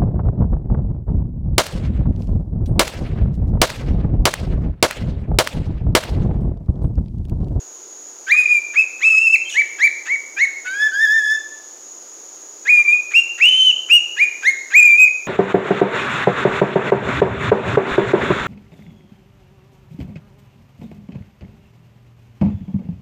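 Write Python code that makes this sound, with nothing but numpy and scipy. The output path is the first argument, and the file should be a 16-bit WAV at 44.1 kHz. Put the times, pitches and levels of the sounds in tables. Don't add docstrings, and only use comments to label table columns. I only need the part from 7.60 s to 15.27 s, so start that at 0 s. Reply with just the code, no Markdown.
import sys
import numpy as np
from scipy import signal
from scipy.fft import rfft, irfft
from scipy.io import wavfile
from scipy.ndimage import uniform_filter1d

SR = 44100
rng = np.random.default_rng(int(sys.argv[2]) if len(sys.argv) > 2 else 0)


def linear_from_db(decibels):
    return 10 ** (np.asarray(decibels, float) / 20)


def generate_wav(signal):
    frames = np.transpose(np.atleast_2d(signal))
    scaled = np.clip(frames, -1, 1) * 32767
    pcm = np.round(scaled).astype(np.int16)
    wavfile.write(sys.argv[1], SR, pcm)


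N = 338247
EDGE_S = 0.005


def rms_one(x):
    return x / np.sqrt(np.mean(x ** 2) + 1e-20)


def at_hz(points, hz):
    table_hz, values = np.transpose(points)
    return np.interp(np.log(hz), np.log(table_hz), values)


def drift(rate_hz, count):
    r = np.exp(-2 * np.pi * rate_hz / SR)
    noise = rng.standard_normal(count + 4000)
    settled = signal.lfilter([1], [1, -2 * r, r * r], noise)[4000:]
    return rms_one(settled)


def resonance(x, hz, width_hz):
    r = np.exp(-np.pi * width_hz / SR)
    poles = [1, -2 * r * np.cos(2 * np.pi * hz / SR), r * r]
    return signal.lfilter((1 - r * r) / 2 * np.array([1, 0, -1]), poles, x)


# frequency in Hz, density in dB per Hz relative to the other rows.
HISS_COLOUR = [(60, -17), (120, -4), (200, -11), (350, 4), (700, -1.5), (1300, -5.5), (2300, -13.5),
               (4200, -15.5), (5500, -14), (6900, -12), (7400, -22), (9700, -25.5), (11000, -15),
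               (15500, -23)]


def hiss():
    hz = np.maximum(np.arange(N // 2 + 1) * SR / N, 1)
    spectrum = rfft(rng.standard_normal(N)) * linear_from_db(at_hz(HISS_COLOUR, hz))
    steady = irfft(spectrum, N)
    level_db = -49 + 0.13 * drift(1.0, count=N)
    return linear_from_db(level_db) * rms_one(steady)


def shaped(start, low_hz, bend, steady, fall_hz):
    open_s, open_db, linger_below_hz = 0.017, -17.5, 1900
    swell = 1.22
    fall_s, fall_db = 0.018, -8.5
    (top_s, top_hz, top_db), (end_s, end_hz, end_db) = steady[0], steady[-1]
    u = np.linspace(0, 1, 12, endpoint=False)
    span_hz = max(top_hz - low_hz, 1)
    left = (1 - u) ** bend
    linger_s = open_s * np.clip((linger_below_hz - low_hz) / 300, .1, 1)
    lift_s = min(start + linger_s, top_s - EDGE_S)
    rise_hz = top_hz - left * span_hz
    rise_db = top_db + open_db * left ** swell * np.sqrt(span_hz / 700)
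    rise = np.transpose([lift_s + u * (top_s - lift_s), rise_hz, rise_db])
    hook = [(end_s + fall_s * v, end_hz - fall_hz * v * v, end_db + fall_db * v) for v in (.5, 1)]
    return [(start, low_hz, rise[0, 2] - 10), *rise, *steady, *hook]


# pitch in Hz, level over the fundamental in dB.
SECOND_PARTIAL = [(1500, -26.5), (1750, -19.5), (2050, -19.5), (2200, -33.5), (2350, -35.5), (2480, -36.5),
                  (2600, -28), (2800, -32), (3100, -27.5)]
UPPER_PARTIALS = [-30.5, -40, -41.5, -47, -42, -41, -41.5]
# frequency in Hz, gain in dB.
BEAK_GAIN = [(3000, 2), (4000, -3), (5200, -9), (6100, -12.5), (6800, -27.5), (7600, -18.5), (8600, -9),
             (10000, 0), (12000, -5), (14000, -1.5), (16000, -4)]
# frequency in Hz, gain in dB.
HALF_LINE_GAIN = [(800, -22), (1000, -20), (1250, -6.5), (1550, -20), (2450, -2.5), (3000, -17.5),
                  (3750, -13), (4050, -27), (4600, -25.5), (6500, -26)]


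def note(rows, half_db, rasp_db, overtones_db):
    jitter, shimmer_db = 0.0033, 2.0
    low_reedy_db_per_oct = 12.5
    half_held_db, half_fades = -52, 0.29
    s, *columns = np.transpose(rows)
    t = np.arange(int(s[0] * SR), int(s[-1] * SR)) / SR
    hz, first_db = [uniform_filter1d(np.interp(t, s, c), size=260, mode="nearest") for c in columns]
    second_db = first_db + at_hz(SECOND_PARTIAL, hz) + overtones_db
    reedy_db = overtones_db + low_reedy_db_per_oct * np.log2(2500 / hz.max())
    climb_left = (hz.max() - np.maximum.accumulate(hz)) / (hz.max() - hz[0] + 1)
    half_db = half_held_db + (half_db - half_held_db) * climb_left ** half_fades
    wavering_hz = hz * (1 + jitter * drift(77.0, count=len(t)))
    phase = 2 * np.pi * np.cumsum(wavering_hz) / SR

    tone = linear_from_db(first_db) * np.sin(phase)
    second_db = second_db + at_hz(BEAK_GAIN, 2 * hz) + 2.6 * drift(40.0, count=len(t))
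    tone += linear_from_db(second_db) * np.sin(2 * phase)
    for k, upper_db in enumerate(UPPER_PARTIALS, start=3):
        uneven_db = shimmer_db * drift(25.0, count=len(t)) + 4.5 * drift(300.0, count=len(t))
        partial_db = first_db + reedy_db + upper_db + uneven_db + at_hz(BEAK_GAIN, k * hz)
        in_range = k * hz < .45 * SR
        tone += linear_from_db(partial_db) * in_range * np.sin(k * phase)
    for multiple in (0.5, 1.5, 2.5):
        uneven_db = 6.0 * drift(25.0, count=len(t))
        line_db = half_db + at_hz(HALF_LINE_GAIN, multiple * hz) + uneven_db
        tone += linear_from_db(line_db) * np.sin(multiple * phase)

    tone *= 1 + linear_from_db(rasp_db) * drift(420.0, count=len(t))
    edges = np.clip(np.minimum(t - t[0], t[-1] - t) / EDGE_S, 0, 1)
    return int(s[0] * SR), np.sqrt(2) * tone * edges


def sing(calls):
    out = np.zeros(N)
    for call in calls:
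        start, tone = note(*call)
        out[start:start + len(tone)] += tone
    return out


# start in seconds, opening pitch in Hz, bend of the rise
# (above 1 it slows toward the top), closing fall in Hz.
HELD_NOTES = [(0.666, 1539, 0.57, 30), (1.412, 1830, 1.6, 738), (3.045, 1463, 0.96, 150),
              (3.312, 1508, 1.1, 30), (5.05, 1640, 1.1, 30), (5.795, 1800, 1.5, 425),
              (7.116, 1604, 1.7, 420)]
# time in seconds, pitch in Hz, level in dB.
HELD_STEADY = [
    [(0.722, 2380, -7), (0.76, 2458, -19), (0.778, 2498, -12.5), (0.82, 2462, -12), (0.83, 2498, -22),
     (0.854, 2386, -27.5), (0.86, 2442, -8), (0.868, 2443, -23.5), (0.876, 2359, -22.5),
     (0.914, 2463, -12.5), (0.98, 2359, -15.5)],
    [(1.455, 2612, -11.5), (1.501, 2658, -14.5), (1.551, 2546, -12.5), (1.563, 2610, -17),
     (1.585, 2575, -6.5), (1.597, 2654, -18.5), (1.659, 2694, -13.5), (1.675, 2568, -9.5),
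     (1.699, 2644, -18), (1.721, 2644, -16.5), (1.745, 2660, -7)],
    [(3.07, 1492, -28), (3.086, 1484, -25.5), (3.178, 1663, -25.5), (3.23, 1728, -13), (3.258, 1740, -18.5),
     (3.272, 1725, -14.5), (3.28, 1640, -26.5)],
    [(3.33, 1535, -24), (3.422, 1795, -14), (3.446, 1777, -11.5), (3.47, 1657, -19.5), (3.518, 1728, -13.5),
     (3.55, 1795, -16), (3.59, 1775, -13.5), (3.612, 1692, -22.5), (3.656, 1706, -17.5), (3.73, 1758, -15),
     (3.765, 1758, -21)],
    [(5.102, 2465, -9), (5.12, 2461, -11.5), (5.198, 2403, -9.5), (5.232, 2395, -20), (5.24, 2418, -26),
     (5.248, 2306, -27.5), (5.286, 2382, -11), (5.318, 2387, -12), (5.336, 2490, -9.5), (5.36, 2404, -19)],
    [(5.83, 2621, -9), (5.86, 2871, -9.5), (5.876, 2972, -12.5), (5.894, 3024, -9.5), (5.908, 3074, -27),
     (5.918, 3024, -14.5), (5.998, 3097, -16), (6.008, 3040, -10), (6.044, 3076, -12.5), (6.1, 2981, -10)],
    [(7.165, 2408, -5.5), (7.185, 2510, -3.5), (7.223, 2397, -9), (7.243, 2449, -10.5), (7.259, 2433, -8.5),
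     (7.287, 2369, -10.5), (7.345, 2363, -8.5), (7.373, 2454, -17.5), (7.389, 2512, -10), (7.429, 2524, -7),
     (7.47, 2427, -15)],
]
# half-pitch lines at the opening in dB (before their tone colour),
# hoarseness in dB, extra overtones in dB.
HELD_VOICES = [(-43, -33.5, 4), (-30, -41, 3.5), (-40.5, -28, -0.8), (-67, -41, -0.5), (-35, -42, -1),
               (-49.5, -25, 0.4), (-32.5, -43.5, 0)]


def held_notes():
    calls = []
    for (start, low_hz, bend, fall_hz), steady, voice in zip(HELD_NOTES, HELD_STEADY, HELD_VOICES):
        calls.append((shaped(start, low_hz, bend, steady, fall_hz), *voice))
    return sing(calls)


# start in seconds, peak level in dB.
AIR_PUFFS = [(0.67, -30.5), (1.131, -32), (1.393, -38), (2.178, -32.5), (2.452, -29.5), (2.766, -34.5),
             (3.047, -33.5), (5.051, -34.5), (5.504, -33), (5.774, -32), (6.282, -35.5), (6.553, -39.5),
             (6.816, -33.5), (7.098, -32.5)]
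# centre in Hz, width of each of two passes in Hz, gain in dB
THROAT = [(1640, 960, 10.5), (2580, 93, 14), (4300, 730, -25)]


def puffs():
    puff_s = 0.044
    t, air = np.arange(N) / SR, rng.standard_normal(N)
    flow = np.zeros(N)
    for start, db in AIR_PUFFS:
        flow += linear_from_db(db) * np.interp(t, [start, start + 0.37 * puff_s, start + puff_s], [0, 1, 0])
    throat = np.zeros(N)
    for hz, width_hz, db in THROAT:
        once = resonance(air, hz, width_hz)
        throat += linear_from_db(db) * resonance(once, hz, width_hz)
    return flow * rms_one(throat)


# frequency in Hz, time to die by 60 dB in seconds.
WALL_RING = [(1000, 0.67), (2500, 0.57), (5000, 0.97), (10000, 0.23)]


def stairwell(x):
    wall_db, first_echo_s = -8.5, 0.0086
    t = np.arange(int(1.5 * SR)) / SR
    echoes = np.zeros(len(t))
    edges_hz = [300, 1400, 2000, 2800, 4000, 5600, 8000, 11000, 18000]
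    for low, high in zip(edges_hz, edges_hz[1:]):
        band_pass = signal.butter(2, [low, high], "band", fs=SR, output="sos")
        band = signal.sosfilt(band_pass, rng.standard_normal(len(t)))
        t60 = at_hz(WALL_RING, np.sqrt(low * high))
        even_out = np.sqrt(t60 * SR / (2 * np.log(1000)))
        echoes += band * linear_from_db(-60 * t / t60) / even_out
    return linear_from_db(wall_db) * signal.fftconvolve(x, echoes * (t > first_echo_s))[:N]


# start in seconds, rise in seconds, opening pitch in Hz, top pitch in Hz,
# peak level in dB, closing fall in Hz.
SHORT_CHIRPS = [(1.153, .045, 1988, 2600, -10, 294.5), (1.94, .052, 1690, 2312, -11, 723),
                (2.185, 0.065, 1637, 2335, -8.5, 660), (2.471, .062, 1756, 2270, -16, 487),
                (2.763, .066, 1583, 2219, -11, 487), (5.533, 0.05, 2080, 2790, -8.5, 78.7),
                (6.295, .062, 2297, 2864, -6.5, 223.5), (6.565, 0.06, 1658, 2450, -9.5, 139),
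                (6.828, .055, 1591, 2162, -9, 30)]


def chirps():
    bend_at_1600_hz, bend_grows = 1.3, 2.7
    hold_s, sag_db = 0.014, -2
    half_at_1600_hz_db, rasp_db = -32.5, -32
    half_loss_db_per_oct = 39
    brightens = 1
    calls = []
    for start, rise_s, low_hz, top_hz, db, fall_hz in SHORT_CHIRPS:
        bend = bend_at_1600_hz * (low_hz / 1600) ** bend_grows
        top_s = start + rise_s
        steady = [(top_s, top_hz, db), (top_s + hold_s, top_hz, db + sag_db)]
        half_db = half_at_1600_hz_db - half_loss_db_per_oct * np.log2(low_hz / 1600)
        calls.append((shaped(start, low_hz, bend, steady, fall_hz), half_db, rasp_db, brightens * (db + 11)))
    return sing(calls)


# time in seconds, pitch in Hz, level in dB.
THIN_SQUEAKS = [
    [(1.85, 3140, -37.5), (1.876, 3156, -34.5), (1.89, 3130, -39.5)],
    [(1.893, 4130, -42.5), (1.905, 3277, -36.5), (1.918, 2854, -35.5), (1.96, 2960, -37.5),
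     (1.975, 2860, -58)],
]
# extra overtones in dB, hoarseness in dB.
SQUEAK_VOICES = [(0.1, -30), (22, -1)]


def squeaks():
    calls = []
    for rows, (overtones_db, rasp_db) in zip(THIN_SQUEAKS, SQUEAK_VOICES):
        calls.append((rows, -90, rasp_db, overtones_db))
    return sing(calls)


# start in seconds, length in seconds.
WASH_TIME = (1.88, .16)
# level in dB at the peak, before the bass is removed, and lowest frequency in Hz.
WASH_SOUND = (-46.5, 2995)


def bright_wash():
    (start_s, length_s), (db, low_hz) = WASH_TIME, WASH_SOUND
    level = np.interp(np.arange(N) / SR, [start_s, start_s + 0.12 * length_s, start_s + length_s], [0, 1, 0])
    high_pass = signal.butter(2, low_hz, "high", fs=SR, output="sos")
    noise = signal.sosfilt(high_pass, rng.standard_normal(N))
    return linear_from_db(db) * level * noise


def scene():
    bird = held_notes() + puffs() + chirps() + squeaks()
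    near = bird + bright_wash()
    return (near + stairwell(near) + hiss())[None]


def roll_off(x):
    return signal.sosfilt(signal.butter(12, 15770, fs=SR, output="sos"), x)


def record(dry):
    port_hz, port_width_hz = 6752, 294
    amplifier_hiss_db, bass_cut_hz, overload = -60.5, 210, 0.69
    r, w = np.exp(-np.pi * port_width_hz / SR), 2 * np.pi * port_hz / SR
    poles = [1, -2 * r * np.cos(w), r * r]
    through_port = signal.lfilter([sum(poles)], poles, dry)
    amplified = through_port + linear_from_db(amplifier_hiss_db) * rng.standard_normal(dry.shape)
    thin = signal.sosfilt(signal.butter(4, bass_cut_hz, "high", fs=SR, output="sos"), amplified)
    mix = thin / (1 + np.abs(thin / overload) ** 14.0) ** (1 / 14.0)
    return roll_off(mix)


dry = scene()
out = record(dry)
generate_wav(out)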